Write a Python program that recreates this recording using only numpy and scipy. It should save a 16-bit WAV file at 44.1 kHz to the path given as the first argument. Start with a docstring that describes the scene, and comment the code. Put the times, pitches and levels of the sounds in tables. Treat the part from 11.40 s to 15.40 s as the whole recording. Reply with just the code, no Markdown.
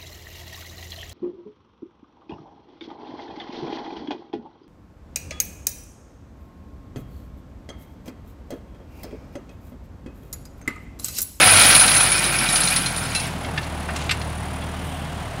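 """A loud rattle of steel clamp and chains, with thrashing twigs: a hydraulic shaker grips an olive tree.
As it winds down, the blows that ring the steel thin to single clinks, then the slackening jaws
clank and scrape on the bark. Underneath, the diesel's firings slow to a low drone, the pump whine
sinks and a turbo whistle pulses with each firing. Near the end, oil hisses and squeals in a valve."""
import sys
import numpy as np
from scipy import signal
from scipy.fft import rfft, irfft
from scipy.io import wavfile
from scipy.ndimage import uniform_filter1d

SR = 44100
rng = np.random.default_rng(int(sys.argv[2]) if len(sys.argv) > 2 else 0)


def persist_wave(psi):
    """Save psi, clipped to +-1, as 16-bit WAV."""
    counts = np.round(np.clip(psi, -1, 1) * 32767).astype(np.int16)
    wavfile.write(sys.argv[1], SR, np.atleast_2d(counts).T)


N = 176400
T = np.arange(N) / SR


def undb(db):
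    """Decibels to gain."""
    return 10 ** (np.asarray(db) / 20)


def unit(x):
    """Scale to rms 1."""
    return x / np.sqrt(np.mean(x ** 2) + 1e-18)


def curve(table, column=1):
    """One column of a table as an automation curve."""
    rows = np.array(table, float)
    return np.interp(T, rows[:, 0], rows[:, column])


def colour(x, points):
    """EQ a sound through (Hz, dB) points, at rms 1."""
    rows = np.array(points, float)
    hz = np.maximum(np.fft.rfftfreq(N, 1 / SR), 1)
    eq_db = np.interp(np.log(hz), np.log(rows[:, 0]), rows[:, 1])
    return unit(irfft(rfft(x) * undb(eq_db), N))


def band(x, low_hz, high_hz, order=2):
    """Butterworth band-pass."""
    sos = signal.butter(order, [low_hz, min(high_hz, .45 * SR)], "band", fs=SR, output="sos")
    return signal.sosfilt(sos, x)


def noise_band(samples, low_hz, high_hz, order=2):
    """Band-passed noise at rms 1."""
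    return unit(band(rng.standard_normal(samples), low_hz, high_hz, order))


def wander(per_s):
    """Smooth random modulation at rms 1."""
    hold = int(SR / per_s)
    steps = np.repeat(rng.standard_normal(N)[:N // hold + 1], hold)
    return unit(uniform_filter1d(uniform_filter1d(steps, hold), hold)[:N])


def fade(t, t60):
    """Exponential decay, 60 dB down at t60."""
    return np.exp(-np.log(1000) * t / t60)


def ring(x, hz, t60):
    """Drive one decaying mode."""
    pole = np.exp((2j * np.pi * hz - np.log(1000) / t60) / SR)
    return signal.lfilter([1], [1, -pole], x + 1e-18).imag


def strike(modes, t, scatter_db=3, detune=0.0013):
    """A body struck once; each blow weights the modes anew."""
    hz, db, t60 = np.array(modes).T[:, :, None]
    weight, shift, phase = rng.standard_normal((3, len(modes), 1))
    gain = undb(db + scatter_db * weight)
    partials = gain * np.sin(2 * np.pi * (hz * (1 + detune * shift) * t + phase)) * fade(t, t60)
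    return partials.sum(0) / np.sqrt(np.sum(gain ** 2) / 2)


def add(out, start, sound):
    """Mix a sound in at a start time in seconds."""
    i = int(start * SR)
    out[i:i + len(sound)] += sound[:N - i]


def impacts(start_per_s=1300, scatter_db=-1, slowing_s=0.92):
    """Uneven random blows of steady mean power, thinning for 2 s as the shaker slows."""
    chance = start_per_s * np.exp(-np.minimum(T, 2) / slowing_s) / SR
    lands = rng.random(N) < chance
    return lands * undb(scatter_db * np.clip(rng.standard_normal(N), -2, 1.5)) / np.sqrt(chance)


def rattle(blows, modes, detune, burst_db, contacts=4):
    """Blows ring a body in uneven bursts; pitch and strongest mode shift with the contact point."""
    hits, out = np.flatnonzero(blows), np.zeros(N)
    for hz, db, t60 in modes:
        contact = rng.integers(0, contacts, N)[hits]
        force = (rng.standard_normal(N) * blows * undb(burst_db * np.tanh(wander(39.94))))[hits]
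        for k, shift in enumerate(np.linspace(-1, 1, contacts)):
            push = np.zeros(N)
            push[hits] = force * (contact == k)
            out += undb(db) * ring(push, hz * (1 + detune * shift), t60) / np.sqrt(t60)
    return unit(out)


# Faders of the shaking (time [s], clamp and crown level [dB], chain level [dB])
SHAKE_LEVELS = [(0, -12, -15.5), (.13, -15, -11.5), (.28, -13.5, -14.5), (.42, -18, -14), (.55, -20, -18.5),
                (.75, -23, -19.5), (.93, -25, -27.5), (1.07, -26, -25), (1.2, -25, -22), (1.35, -26, -24),
                (1.52, -32, -34), (1.7, -33.5, -39), (1.86, -35, -45), (1.95, -44, -65), (2.2, -78, -83)]
# EQ of the thrashing crown (frequency [Hz], gain [dB])
CROWN_EQ = [(100, -18), (200, -8), (300, -6.5), (430, -16), (520, -5.5), (760, -4), (1090, -6), (1500, -2),
            (1900, -5.5), (2400, -3), (3030, -5), (4200, -8.5), (5600, -11.5), (8000, -15), (10700, -11),
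            (12300, -19.5), (15500, -20)]
# Clangy modes of the clamp (frequency [Hz], gain [dB], t60 [s])
CLAMP_MODES = [(745, -3, 0.23), (1328, -1.5, 0.13), (1400, 2.5, 0.034), (1553, 1.5, 0.11), (1846, -2, 0.2),
               (2002, -5, .28), (2268, 0, 0.16), (2467, 2, 0.088), (3690, -3.5, .08), (4060, -2.5, .12),
               (4370, -0.5, .05), (4850, -2.5, 0.13), (5320, -4.5, 0.2)]
# Bright modes of the chain links (frequency [Hz], gain [dB], t60 [s])
CHAIN_MODES = [(8800, -13.5, .17), (9220, -4, .2), (9360, -3.5, 0.079), (9690, -3.5, 0.04),
               (9950, -5.5, 0.32), (10140, -1, 0.12), (10070, -13.5, 0.081), (10240, -7, 0.086)]
def shaker(clamp_db=-4, crown_db=-0.67, chain_db=-1.0, flurry_db=2.76, surge_db=1.5):
    """Clamp and chains rattle; twigs and leaves thrash in flurries, each octave on its own."""
    flurries = sum(band(rng.standard_normal(N), hz, 2 * hz) * undb(flurry_db * wander(160))
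                   for hz in 86 * 2 ** np.arange(8))
    crown = undb(crown_db) * colour(flurries, CROWN_EQ)
    clamp = undb(clamp_db) * rattle(impacts(), CLAMP_MODES, detune=0.0062, burst_db=3)
    links = rattle(impacts(start_per_s=700, scatter_db=1), CHAIN_MODES, detune=0.0051, burst_db=1.5)
    chain_gain = undb(curve(SHAKE_LEVELS, column=2) + chain_db + surge_db * wander(108.9))
    return (clamp + crown) * undb(curve(SHAKE_LEVELS)) + unit(band(links, 7900, 12500)) * chain_gain


def pings(per_s=130, low_hz=1910, high_hz=7220, mean_t60=0.03, trim_db=-2, rise_db_per_s=3.0):
    """Olives, twigs and fittings ping on steel for 2 s, fading more slowly than the rattle."""
    out, t = np.zeros(N), T[:SR // 10]
    for when, pitch, size, length, partner in rng.random((2 * per_s, 5)):
        start = 2 * when
        hz = low_hz * (high_hz / low_hz) ** pitch
        pair = np.sin(2 * np.pi * hz * t) + np.sin(2 * np.pi * hz * (1 + partner / 2) * t) / 2
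        accent_db = 3 * (np.log(1 / (1.1 - size)) - 1)  # many soft, a few loud
        gain = undb(trim_db + accent_db + rise_db_per_s * (start - 1))
        add(out, start, gain * pair * fade(t, mean_t60 * (.5 + length)))
    return out * undb(curve(SHAKE_LEVELS))


# Engine run-down (time [s], firing rate [Hz])
FIRING_RATE = [(0, 50.5), (.15, 48.8), (.48, 51.6), (.8, 49.3), (1.5, 41.26), (2.05, 38.65), (2.35, 37.73),
               (2.9, 38.49), (3.3, 38.46), (3.52, 39.92), (3.75, 38.54), (4, 37.73)]
# Exhaust drone (time [s], firing tone level [dB], octave level [dB])
DRONE_LEVELS = [(0, -39, -39), (.15, -37, -25.5), (.35, -35, -39), (.55, -37, -42.5), (1.1, -38, -47),
                (1.5, -40, -42), (2, -45, -36), (2.55, -48, -31), (3.5, -45, -33), (4, -44, -37)]
# Weaker engine tones (multiple of the firing rate, level [dB])
ENGINE_OVERTONES = [(3, -41.5), (4, -45.5)]
# Fader of the combustion noise (time [s], level [dB])
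COMBUSTION_LEVEL = [(0, -28.5), (.7, -31), (1.5, -31.5), (2.2, -31), (2.8, -31), (3.3, -32.5), (4, -32.5)]
# EQ of the combustion noise (frequency [Hz], gain [dB])
COMBUSTION_EQ = [(76, 4), (130, 0.5), (250, -6.5), (380, -11), (517, -12), (684, -6.5), (1080, -11.5),
                 (2890, -20), (5700, -30.5), (7850, -31), (9780, -29.5), (10800, -36), (15500, -41.5)]
def engine(firings, body_knock=0.09, treble_knock=0.27, flutter_db=0.5):
    """Diesel exhaust tones over combustion noise that throbs with each firing."""
    drone = sum(undb(curve(DRONE_LEVELS, column=k)) * np.sin(2 * np.pi * k * firings) for k in (1, 2))
    overtones = sum(undb(db + 0.52 * wander(3.45)) * np.sin(2 * np.pi * k * firings + 0.7 * wander(13))
                    for k, db in ENGINE_OVERTONES)
    noise = colour(rng.standard_normal(N), COMBUSTION_EQ)
    treble = signal.sosfiltfilt(signal.butter(2, 4500, "high", fs=SR, output="sos"), noise)
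    throb = np.cos(2 * np.pi * (firings - 0.44))
    knocking = (noise - treble) * (1 + body_knock * throb) + treble * (1 + treble_knock * throb)
    combustion = unit(band(knocking, 105, 16000, order=3) * undb(flutter_db * wander(100)))
    return np.sqrt(2) * (drone + overtones) + combustion * undb(curve(COMBUSTION_LEVEL))


# Fader of the exhaust boom (time [s], level [dB])
BOOM_LEVEL = [(0, -38), (.7, -50), (1.05, -38.5), (1.5, -39), (1.95, -37), (2.3, -43), (3, -41.5),
              (3.5, -37), (4, -43.5)]
def exhaust_boom():
    """Turbulent gas sounds a low resonance of the exhaust."""
    return noise_band(N, low_hz=146.5, high_hz=188.6) * undb(curve(BOOM_LEVEL))


# Chain-on-clamp cues (time [s], links [dB], ring [dB], ring pitch [Hz], ring t60 [s], crack [dB])
CLINK_CUES = [(.18, -22, -26, 1400, .04, -26), (.213, -20, -15, 2250, 0.065, -17),
              (0.349, -11, -15.5, 4130, 0.058, -20), (.395, -26, -17.5, 4080, 0.085, -18),
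              (.416, -23, -20, 6080, .06, -25), (0.479, -28, -15, 4090, 0.037, -18),
              (.564, -13, -22, 4050, .14, -18.5), (.606, -15.5, -20, 2490, 0.074, -23.5),
              (.719, -14, -18, 2290, 0.084, -25), (.778, -37, -21.5, 2440, 0.13, -23),
              (0.841, -21, -24, 3900, .07, -25), (.987, -20, -19.5, 5320, 0.047, -25),
              (1.088, -34, -19, 3880, 0.054, -21.5), (1.127, -15.5, -30, 2440, 0.091, -25),
              (1.157, -20, -20, 4850, 0.071, -18.5), (1.216, -31, -30, 4100, 0.092, -31),
              (1.234, -17.5, -37, 4150, 0.11, -21.5), (1.273, -24, -17, 4080, 0.056, -22),
              (1.28, -30, -31, 9300, 0.37, -35), (1.322, -32, -22.5, 2430, 0.064, -43),
              (1.361, -14.5, -31, 4130, .12, -21), (1.46, -25, -20, 4160, 0.075, -24.5),
              (1.561, -39, -29, 9530, 0.55, -32), (1.749, -21, -26, 2670, 0.3, -22.5),
              (1.76, -27, -22, 4100, 0.11, -30.5), (1.798, -31, -33, 9480, .3, -29)]
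def clinks(crack_t60=0.11, attack_s=0.00089, body_db=-3):
    """Separate blows of the swinging chains; each rings the steel where it lands."""
    out, t = np.zeros(N), T[:SR // 3]
    for start, links_db, ring_db, hz, t60, crack_db in CLINK_CUES:
        crack = noise_band(len(t), 2300, 6800) * fade(t, crack_t60)
        body = undb(body_db) * band(strike(CLAMP_MODES, t, scatter_db=-1.0, detune=0.0217), 2300, 13000)
        steel = np.sqrt(2) * np.sin(2 * np.pi * hz * t) * fade(t, t60)
        links = strike(CHAIN_MODES, t, scatter_db=-0.5, detune=0.00634)
        clink = undb(links_db) * links + undb(ring_db) * steel + undb(crack_db) * (crack + body)
        add(out, start, np.minimum(t / attack_s, 1) * clink)
    return out


def orchard(x, echo_db=-19, t60=0.53, predelay_s=0.012):
    """Add a faint tail scattered back from the trees around."""
    t = T[:SR // 2]
    tail = rng.standard_normal(len(t)) * fade(t, t60) * (t > predelay_s)
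    return x + undb(echo_db) * signal.fftconvolve(x, tail / np.linalg.norm(tail))[:N]


# Glide of the pump whine (time [s], pitch [Hz], level [dB])
PUMP_GLIDE = [(.4, 391.3, -72), (.75, 367, -42.5), (1, 339.5, -43), (1.5, 278.5, -45), (2.1, 260.3, -50),
              (3.15, 259.4, -49), (3.5, 269.3, -43.5), (4, 256.7, -51.5)]
def pump(flutter_db=2, wobble_hz=2):
    """The hydraulic pump's whine sinks as the shaker winds down."""
    hz = curve(PUMP_GLIDE) + wobble_hz * wander(15)
    gain = undb(curve(PUMP_GLIDE, column=2) + flutter_db * wander(10))
    return np.sqrt(2) * np.sin(2 * np.pi * np.cumsum(hz) / SR) * gain


# Modes of the loose plate (frequency [Hz], gain [dB], t60 [s])
PLATE_MODES = [(2260, 0, 0.092), (2443, 1, 0.11)]
# Fader of its jangle (time [s], level [dB])
JANGLE_LEVEL = [(.5, -56), (.76, -32), (1.35, -38), (1.9, -94)]
def plate():
    """A loose steel plate is struck so often that its two tones run together."""
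    return rattle(impacts(), PLATE_MODES, detune=0.0083, burst_db=1) * undb(curve(JANGLE_LEVEL))


# Shackle cues (time [s], level [dB])
SHACKLE_CUES = [(.93, -29), (1.015, -28), (1.1, -24), (1.2, -24.5), (1.305, -28), (1.414, -33), (1.52, -37),
                (1.572, -35), (1.631, -34), (1.76, -40), (1.866, -39), (2.71, -30)]
# Tinkling modes of the shackle (frequency [Hz], gain [dB], t60 [s])
SHACKLE_MODES = [(5350, -10, .1), (7570, 1, 0.091), (8100, 0, 0.073), (11200, 1, 0.097), (11210, 5, 0.087)]
def shackle(attack_s=0.0018, bounce_s=0.0038, bounce_db=-1):
    """A loose steel shackle swings, lands and bounces once."""
    out, t = np.zeros(N), T[:SR // 4]
    attack = np.minimum(t / attack_s, 1)
    for start, db in SHACKLE_CUES:
        for bounce in range(2):
            tinkle = strike(SHACKLE_MODES, t, scatter_db=8.5, detune=0.009)
            add(out, start + bounce * bounce_s, undb(db + bounce * bounce_db) * attack * tinkle)
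    return out


# Glide of the turbo whistle (time [s], pitch [Hz], level [dB])
TURBO_GLIDE = [(1.8, 10400, -56), (2, 10200, -52), (2.3, 9820, -49), (2.7, 9720, -49), (3.1, 9600, -48),
               (3.4, 9570, -51.5), (3.75, 9050, -58), (4, 8820, -57)]
def turbo(firings, pulse_db=7, swing_hz=179, jitter_hz=50):
    """The turbo's whistle swells and dips in pitch once per firing."""
    angle = 2 * np.pi * (firings - 0.34)  # peaks a tenth of a cycle ahead of the engine's throb
    dip = np.sin(angle) + 0.15 * np.sin(angle / 2) ** 2
    hz = curve(TURBO_GLIDE) - swing_hz * dip + jitter_hz * wander(810)
    swell = unit(undb(pulse_db * np.cos(angle) + 1.5 * wander(39.7)))
    whistle = np.sqrt(2) * np.sin(2 * np.pi * np.cumsum(hz) / SR)
    return whistle * swell * undb(curve(TURBO_GLIDE, column=2))


# Slack clamp cues (time [s], level [dB], t60 [s], crack top [Hz], ring pitch [Hz], ring gain [dB])
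CLANK_CUES = [(2.045, -34.5, 0.061, 4400, 2170, -2), (2.086, -32.5, 0.031, 890, 790, -2),
              (2.176, -24, 0.045, 4300, 1770, 1.5), (2.228, -38, .1, 6000, 4280, -3),
              (2.488, -26.5, 0.091, 2080, 1183, -4), (2.56, -29.5, .05, 9200, 4050, -9),
              (2.693, -21.5, .05, 3800, 2340, -4), (2.709, -18.5, 0.069, 4900, 1506, -9),
              (2.813, -34.5, 0.043, 5470, 4200, -6), (3.22, -37.5, .09, 3200, 3400, 0.5)]
# Modes of the jaws (frequency [Hz], gain [dB], t60 [s])
JAW_MODES = [(1245, 3.5, 0.089), (1830, 2, 0.088), (2114, 3, 0.1), (2340, 0, 0.057), (2730, 8, 0.094),
             (3700, -3, .06), (4900, -5, .1)]
def clanks(snap_db=-14, body_db=-2, attack_s=0.0012, hold_s=0.0071, ring_t60=0.1):
    """Steel jaws knock together: a short crack, a bright snap above it and a damped ring."""
    out, t = np.zeros(N), T[:SR // 3]
    for start, db, t60, top_hz, ring_hz, ring_db in CLANK_CUES:
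        low_hz = min(1400, top_hz * min(top_hz / 9000, .4))
        crack = noise_band(len(t), low_hz, top_hz, order=3) * fade(np.maximum(t - hold_s, 0), t60)
        snap = noise_band(len(t), top_hz, top_hz * (1 + top_hz / 3500)) * fade(t, t60)
        body = band(strike(JAW_MODES, t), 200, 2 * top_hz, order=1)
        tone = np.sqrt(2) * np.sin(2 * np.pi * ring_hz * t) * fade(t, ring_t60)
        clank = crack + undb(snap_db) * snap + undb(body_db) * body + undb(ring_db) * tone
        add(out, start, undb(db) * np.minimum(t / attack_s, 1) * clank)
    return out


# Fader of the scrape (time [s], level [dB])
SCRAPE_LEVEL = [(2.5, -54), (2.57, -39), (2.61, -35), (2.66, -38), (2.7, -48), (2.74, -70)]
# EQ of the scrape (frequency [Hz], gain [dB])
SCRAPE_EQ = [(500, -22), (2400, 6), (4100, 3.5), (5300, -4), (6800, 1), (9000, -13), (15000, -35)]
def scrape(grain_db=-4.0):
    """A jaw slides on the bark with a brief gritty rasp."""
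    grit = rng.standard_normal(N) * undb(grain_db * wander(250))
    return colour(grit, SCRAPE_EQ) * undb(curve(SCRAPE_LEVEL))


# Fader of the valve hiss (time [s], level [dB])
HISS_LEVEL = [(2.7, -62), (3, -59), (3.25, -53), (3.55, -45.5), (3.8, -51), (4, -54)]
def valve_hiss():
    """Turbulent oil sounds a broad resonance in a valve."""
    return noise_band(N, low_hz=2750, high_hz=3450) * undb(curve(HISS_LEVEL))


# Tones of the squeal (frequency [Hz], gain [dB])
SQUEAL_TONES = [(8420, 5), (9900, 5), (13060, 0), (14100, 0)]
# Fader of the squeal (time [s], level [dB])
SQUEAL_FADER = [(3.36, -90), (3.45, -56), (3.6, -62), (3.8, -90)]
def valve_squeal(flicker_db=4):
    """At full flow the oil valve squeals in thin, flickering tones."""
    out = np.zeros(N)
    for hz, db in SQUEAL_TONES:
        gain = undb(db + flicker_db * np.tanh(2 * wander(60)))
        out += gain * np.sin(2 * np.pi * hz * T + 2 * wander(200))
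    return out * undb(curve(SQUEAL_FADER))


def scene():
    """Mono mix of engine, hydraulics and shaker; only clinks and clanks echo off the trees."""
    firings = np.cumsum(curve(FIRING_RATE)) / SR  # running count, locks the turbo's pulse to the engine
    machine = engine(firings) + exhaust_boom() + turbo(firings) + pump() + valve_squeal() + valve_hiss()
    clatter = shaker() + pings() + plate() + scrape() + shackle()
    return (machine + clatter + orchard(clinks() + clanks()))[None]


def record(dry):
    """Clip peaks at full scale, then cut the top steeply at 15.7 kHz."""
    high_cut = signal.ellip(10, .2, 80, 15700, fs=SR, output="sos")
    return signal.sosfilt(high_cut, np.clip(dry, -1, 1))


dry = scene()
out = record(dry)
persist_wave(out)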